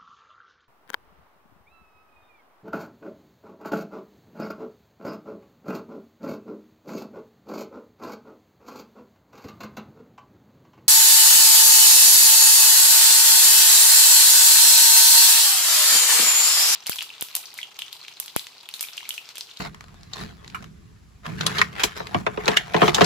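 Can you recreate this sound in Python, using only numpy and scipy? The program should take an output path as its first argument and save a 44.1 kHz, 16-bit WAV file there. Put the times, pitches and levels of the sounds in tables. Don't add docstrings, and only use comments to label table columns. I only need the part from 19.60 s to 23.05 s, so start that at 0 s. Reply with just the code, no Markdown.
import sys
import numpy as np
from scipy import signal
from scipy.fft import rfft, irfft, next_fast_len
from scipy.io import wavfile
from scipy.ndimage import uniform_filter1d, map_coordinates

SR = 44100
rng = np.random.default_rng(int(sys.argv[2]) if len(sys.argv) > 2 else 0)


def dump(signal):
    limited = np.clip(np.atleast_2d(signal).T, -1, 1)
    pcm = np.round(limited * 32767).astype(np.int16)
    wavfile.write(sys.argv[1], SR, pcm)


N = 152145
HIT = SR // 3
T = np.arange(HIT) / SR

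# t/s, level/dB
RUBBING = [(0.0, -29), (0.072, -36), (0.112, -52), (0.49, -51), (0.56, -40), (0.62, -34), (0.7, -45.5),
           (0.79, -50.5), (1.04, -44), (1.08, -55), (1.625, -57), (1.658, -30.5), (1.718, -37),
           (1.776, -41), (1.785, -28.5), (1.91, -27), (1.975, -22), (2.05, -36.5), (2.11, -43.5),
           (2.16, -31.5), (2.211, -25.5), (2.352, -42.5), (2.372, -26), (2.443, -39), (2.52, -36),
           (2.587, -30.5), (2.645, -42.5), (2.8, -31), (2.866, -23.5), (2.935, -23), (3.02, -34),
           (3.108, -36), (3.255, -14), (3.327, -30), (3.36, -17.5), (3.45, -17.5)]
# t/s, level/dB
RASP_TREBLE = [(0, 0), (0.49, 0), (0.56, 5), (0.66, -1), (1.72, -11), (1.975, -4), (2.16, -9.5), (2.39, 0),
               (2.718, -19), (3.11, -7.5), (3.19, -9.5), (3.45, -5.5)]
# t/s, level/dB
SHIFTING = [(0.0, -28.5), (0.18, -51.5), (0.56, -47.5), (0.62, -31.5), (0.79, -50), (0.99, -41.5),
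            (1.61, -60), (1.68, -31.5), (1.85, -30.5), (2.335, -47.5), (2.52, -42.5), (2.585, -24),
            (2.645, -36.5), (2.935, -40.5), (3.11, -44), (3.255, -29), (3.45, -34.5)]
# t/s, f/Hz
RUB_PITCH = [(0, 1260), (.6, 980), (1.93, 1450), (2.37, 1600), (2.42, 880), (2.86, 1030), (2.98, 1820),
             (3.19, 740)]
# t/s, level/dB, ring f/Hz, ring height/dB, treble/dB, 60 dB decay t/s
SNAPS = [(0.5333, -33.5, 3870, 17, -16, 0.041), (0.946, -30, 1285, 25, -3, 0.1),
         (1.8091, -26, 3400, 9, -21.5, 0.042), (1.8645, -17.5, 4130, 11, -7.5, 0.038),
         (1.983, -22.5, 3600, 10, -16, 0.072), (2.0144, -13, 1115, 15, -22, 0.042),
         (2.195, -26, 1690, 11, -13.5, 0.21), (2.2346, -15, 3000, 2.5, -1.5, 0.082),
         (2.879, -18, 4520, 2.5, -19.5, 0.045), (2.9695, -13, 1820, 14, -13.5, 0.045),
         (3.345, -17, 3480, 18, -2, 0.056)]
# t/s, then body, thump, clack and crack, each level/dB
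KNOCKS = [(0.001, -36, -40, -34, -49), (1.992, -32.5, -33.5, -25.5, -34), (2.236, -29, -46, -41, -14),
          (2.401, -27, -40, -33.5, -51), (2.5438, -18, -21, -23, -26.5), (2.6645, -18.5, -38, -18, -28),
          (2.773, -24, -36.5, -31.5, -39), (2.8797, -14.5, -26, -21.5, -22),
          (2.914, -26.5, -31.5, -52, -29.5), (3.1428, -13.5, -22.5, -17.5, -27.5),
          (3.163, -18.5, -30.5, -34, -23.5), (3.2168, -9, -14.5, -17.5, -20),
          (3.227, -13.5, -22.5, -18.5, -26.5), (3.2787, -14.5, -39, -18.5, -19),
          (3.381, -18.5, -28, -21, -38), (3.408, -8, -17, -27, -16), (3.4155, -16.5, -20, -12.5, -16)]
# t/s, level/dB, ring f/Hz
TICKS = [(0.1459, -25.5, 1090), (0.2079, -24, 1180), (0.2409, -31, 795), (0.283, -35.5, 1100),
         (0.343, -35, 850), (0.41, -39.5, 4400), (0.4322, -31, 4620), (0.8452, -28, 2120),
         (0.8778, -25.5, 3900), (0.9002, -29, 2700), (1.0249, -29, 1280), (1.042, -27, 1200),
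         (1.6646, -20, 1940), (2.129, -27, 1370), (2.4695, -18.5, 2190), (2.857, -14, 4030),
         (2.965, -11, 1700), (3.137, -17.5, 2260), (3.262, -16, 1000), (3.293, -6.5, 2030),
         (3.444, -2.5, 4430)]
# f/Hz, level/dB over the direct sound
TRAY_MODES = [(163, -2), (200, -6), (355, 3.5), (424, 8.5), (699, 1), (1044, -4.5), (1203, -10.5)]
# f/Hz, level/dB
LEAN = [(170, -4), (400, 4), (1200, 1), (4000, 1)]

RUB_COLOUR = [(150, -13), (380, -1), (1700, 0.5), (2400, -2.5), (4500, -15.5)]
RASP_COLOUR = [(1200, -6), (2500, -5.5), (4000, 1.5), (7500, -11), (16000, -7)]
RUMBLE_COLOUR = [(20, -45), (42, -8.5), (180, 0.5), (900, -38.5)]
SNAP_COLOUR = [(200, -13.5), (1100, -0.5), (4000, -3), (7000, -9), (16000, -10)]
THUMP_COLOUR = [(85, -35), (170, -6.5), (300, -18), (600, -89)]
BODY_COLOUR = [(150, -27), (400, -1.5), (1150, -2.5), (1600, -37.5), (3000, -69)]
CLACK_COLOUR = [(600, -61), (1250, -3.5), (2600, -13.5), (5500, -52)]
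CRACK_COLOUR = [(1500, 0), (3200, 7), (4500, 0.5), (8000, -13.5), (16000, -13)]
# f/Hz, level/dB
AIR_COLOUR = [(25, -5), (85, -2.5), (500, -33), (16000, -40.5)]
# f/Hz, likeness
ALIKE = [(130, 0.78), (500, -0.27), (4000, 0.38), (9000, 0.011)]
# f/Hz, level/dB
MIC = [(7800, -1.5), (9000, -19.5), (10500, -3), (13500, -14.5), (15400, -16)]

SNAP_DB, KNOCK_DB, TICK_DB, AIR_DB = 2, -3, -17.5, -47.5
RIBS_PER_S, RIB_T60_S, RIB_SCATTER_DB = 220, 0.013, 3.2
STICK_DB = -54.5
THUMP_T60_S, BODY_T60_S, CLACK_T60_S, CRACK_T60_S = .1, 0.067, 0.056, 0.051
SWELL_CYCLES = 1.8
TICK_T60_S, TICK_LINGER = .042, .42
RING_OCTAVES, TREBLE_NEUTRAL_DB, TICK_RING_DB = 0.27, -13, 10.5
UPPER_MODE_RATIO, UPPER_MODE_SHARE = 1.744, 0.66
RIPPLE_DB, RIPPLE_HZ = 4, 170.1
ATTACK_S, TAIL_DB, TAIL_T60_S = 0.00032, -22, 0.21
TRAY_WIDTH_HZ = 22.7
LOW_HZ, TOP_HZ = 33, 16500


def drag(rumble_db=-4, rub_db=-5, rasp_db=-4):
    rumble, rub, treble = [curve(rows) for rows in (SHIFTING, RUBBING, RASP_TREBLE)]
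    rub = rub * rub / np.hypot(rub, amp(STICK_DB))
    slips = ribs(smooth=1.0)
    low_rub = amp(rub_db) * wandering(shaped(RUB_COLOUR, N))
    high_rasp = amp(rasp_db) * treble * wandering(shaped(RASP_COLOUR, N))
    scrape = rub * (low_rub + high_rasp)
    pressed = np.clip(rub / amp(-50.5), 0, 1)
    roughness = 1 + pressed * (slips - 1)
    return amp(rumble_db) * rumble * shaped(RUMBLE_COLOUR, N) + scrape * roughness


def ribs(smooth):
    gap_draws, level_draws = rng.standard_normal((2, 4000))
    gaps_s = np.exp(.6 * gap_draws) / RIBS_PER_S
    at = (np.cumsum(gaps_s) * SR).astype(int)
    heights = amp(RIB_SCATTER_DB * np.clip(level_draws, -2, 2))
    inside = at < N
    power = np.bincount(at[inside], heights[inside] ** 2, N)
    decay = amp(-60 * T / RIB_T60_S) ** 2
    slips = np.sqrt(np.abs(signal.fftconvolve(power, decay)[:N]))
    return unit(unit(slips) + smooth)


def wandering(x, height_db=8, octaves=0.9):
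    hz, s, z = signal.stft(x, SR, nperseg=512)
    pitch = np.interp(s, *np.transpose(RUB_PITCH))
    bell = np.exp(-.5 * (np.log2((hz[:, None] + 1) / pitch) / octaves) ** 2)
    patches = uniform_filter1d(rng.standard_normal(z.shape[1:]), 3, 0)
    patches_db = 4 * unit(uniform_filter1d(patches, 8, 1))
    coloured = z * amp(height_db * bell + patches_db)
    return unit(signal.istft(coloured, SR, nperseg=512)[1][:, :N])


def snaps():
    out = np.zeros((2, N))
    for s, db, ring_hz, ring_db, treble_db, t60 in SNAPS:
        def colour(hz):
            treble_share = along([(4000, 0.081), (8000, 0.92)], hz)
            treble = (treble_db - TREBLE_NEUTRAL_DB) * treble_share
            return along(SNAP_COLOUR, hz) + ripple(hz) + ring_db * ring(hz, ring_hz) + treble
        add(out, s, amp(db + SNAP_DB) * dying(noise(colour, HIT), t60))
    return out


def knocks():
    out = np.zeros((2, N))
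    for s, body_db, thump_db, clack_db, crack_db in KNOCKS:
        parts = [(THUMP_COLOUR, thump_db, THUMP_T60_S), (BODY_COLOUR, body_db, BODY_T60_S),
                 (CLACK_COLOUR, clack_db, CLACK_T60_S), (CRACK_COLOUR, crack_db, CRACK_T60_S)]
        for spectrum, db, t60 in parts:
            burst = noise(lambda hz: along(spectrum, hz) + ripple(hz), HIT)
            add(out, s, amp(db + KNOCK_DB) * dying(burst, t60))
    return filtered(out, lambda hz: np.exp(-2j * np.pi * SWELL_CYCLES * np.log(hz + 1)))


def ticks():
    out = np.zeros((2, N))
    for s, db, ring_hz in TICKS:
        click = noise(lambda hz: along(SNAP_COLOUR, hz) + TICK_RING_DB * ring(hz, ring_hz), HIT)
        t60 = TICK_T60_S * amp(db) ** TICK_LINGER
        add(out, s, amp(db + TICK_DB) * dying(click, t60))
    return out


def ring(hz, ring_hz):
    def bell(centre_hz):
        return np.exp(-.5 * (np.log2((hz + 1) / centre_hz) / RING_OCTAVES) ** 2)
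    return bell(ring_hz) + UPPER_MODE_SHARE * bell(UPPER_MODE_RATIO * ring_hz)


def ripple(hz):
    heights = rng.standard_normal(size=512)
    return RIPPLE_DB * map_coordinates(heights, [hz / RIPPLE_HZ], mode="mirror")


def dying(x, t60):
    fall = np.hypot(amp(-60 * T / t60), amp(TAIL_DB - 60 * T / TAIL_T60_S))
    return struck(x * fall * (1 - np.exp(-T / ATTACK_S)))


def struck(x):
    return x / np.sqrt(np.mean(x[:, :SR // 50] ** 2) + 1e-20)


def tray(hz):
    damping = 1j * hz * TRAY_WIDTH_HZ
    modes = sum(amp(db) * damping / (mode_hz ** 2 - hz ** 2 + damping) for mode_hz, db in TRAY_MODES)
    return (1 + modes) * amp(np.outer([.5, -.5], along(LEAN, hz)))


def background():
    return amp(AIR_DB) * shaped(AIR_COLOUR, N)


def shaped(points, size):
    return noise(lambda hz: along(points, hz), size)


def noise(colour_db, size):
    m = next_fast_len(size)
    hz = np.fft.rfftfreq(m, 1 / SR)
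    turn = np.arccos(np.clip(along(ALIKE, hz), -1, 1)) / 2
    phases = np.exp(2j * np.pi * rng.random((2, len(hz))))
    spectrum = phases * amp(colour_db(hz)) * [np.cos(turn), np.sin(turn)]
    mid, side = irfft(spectrum, m)[:, :size]
    return unit(np.array([mid + side, mid - side]))


def filtered(x, response):
    m = next_fast_len(N + SR // 2)
    return irfft(rfft(x, m) * response(np.fft.rfftfreq(m, 1 / SR)), m)[:, :N]


def add(out, s, x):
    i = max(0, round(s * SR))
    out[:, i:i + HIT] += x[:, :N - i]


def curve(rows):
    return amp(np.interp(np.arange(N) / SR, *np.transpose(rows)))


def along(points, hz):
    f, v = np.transpose(points)
    return np.interp(np.log(hz + 1), np.log(f + 1), v)


def amp(db):
    return 10 ** (np.asarray(db) / 20)


def unit(x):
    return x / np.sqrt(np.mean(x ** 2) + 1e-20)


def scene():
    harness = drag() + snaps() + knocks() + ticks()
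    return filtered(harness, tray) + background()


def record(dry):
    x = filtered(dry, lambda hz: amp(along(MIC, hz)) * hz ** 6 / (hz ** 6 + LOW_HZ ** 6))
    x = x / (1 + (x / .92) ** 6) ** (1 / 6)
    return filtered(x, lambda hz: hz < TOP_HZ)


dry = scene()
out = record(dry)
dump(out)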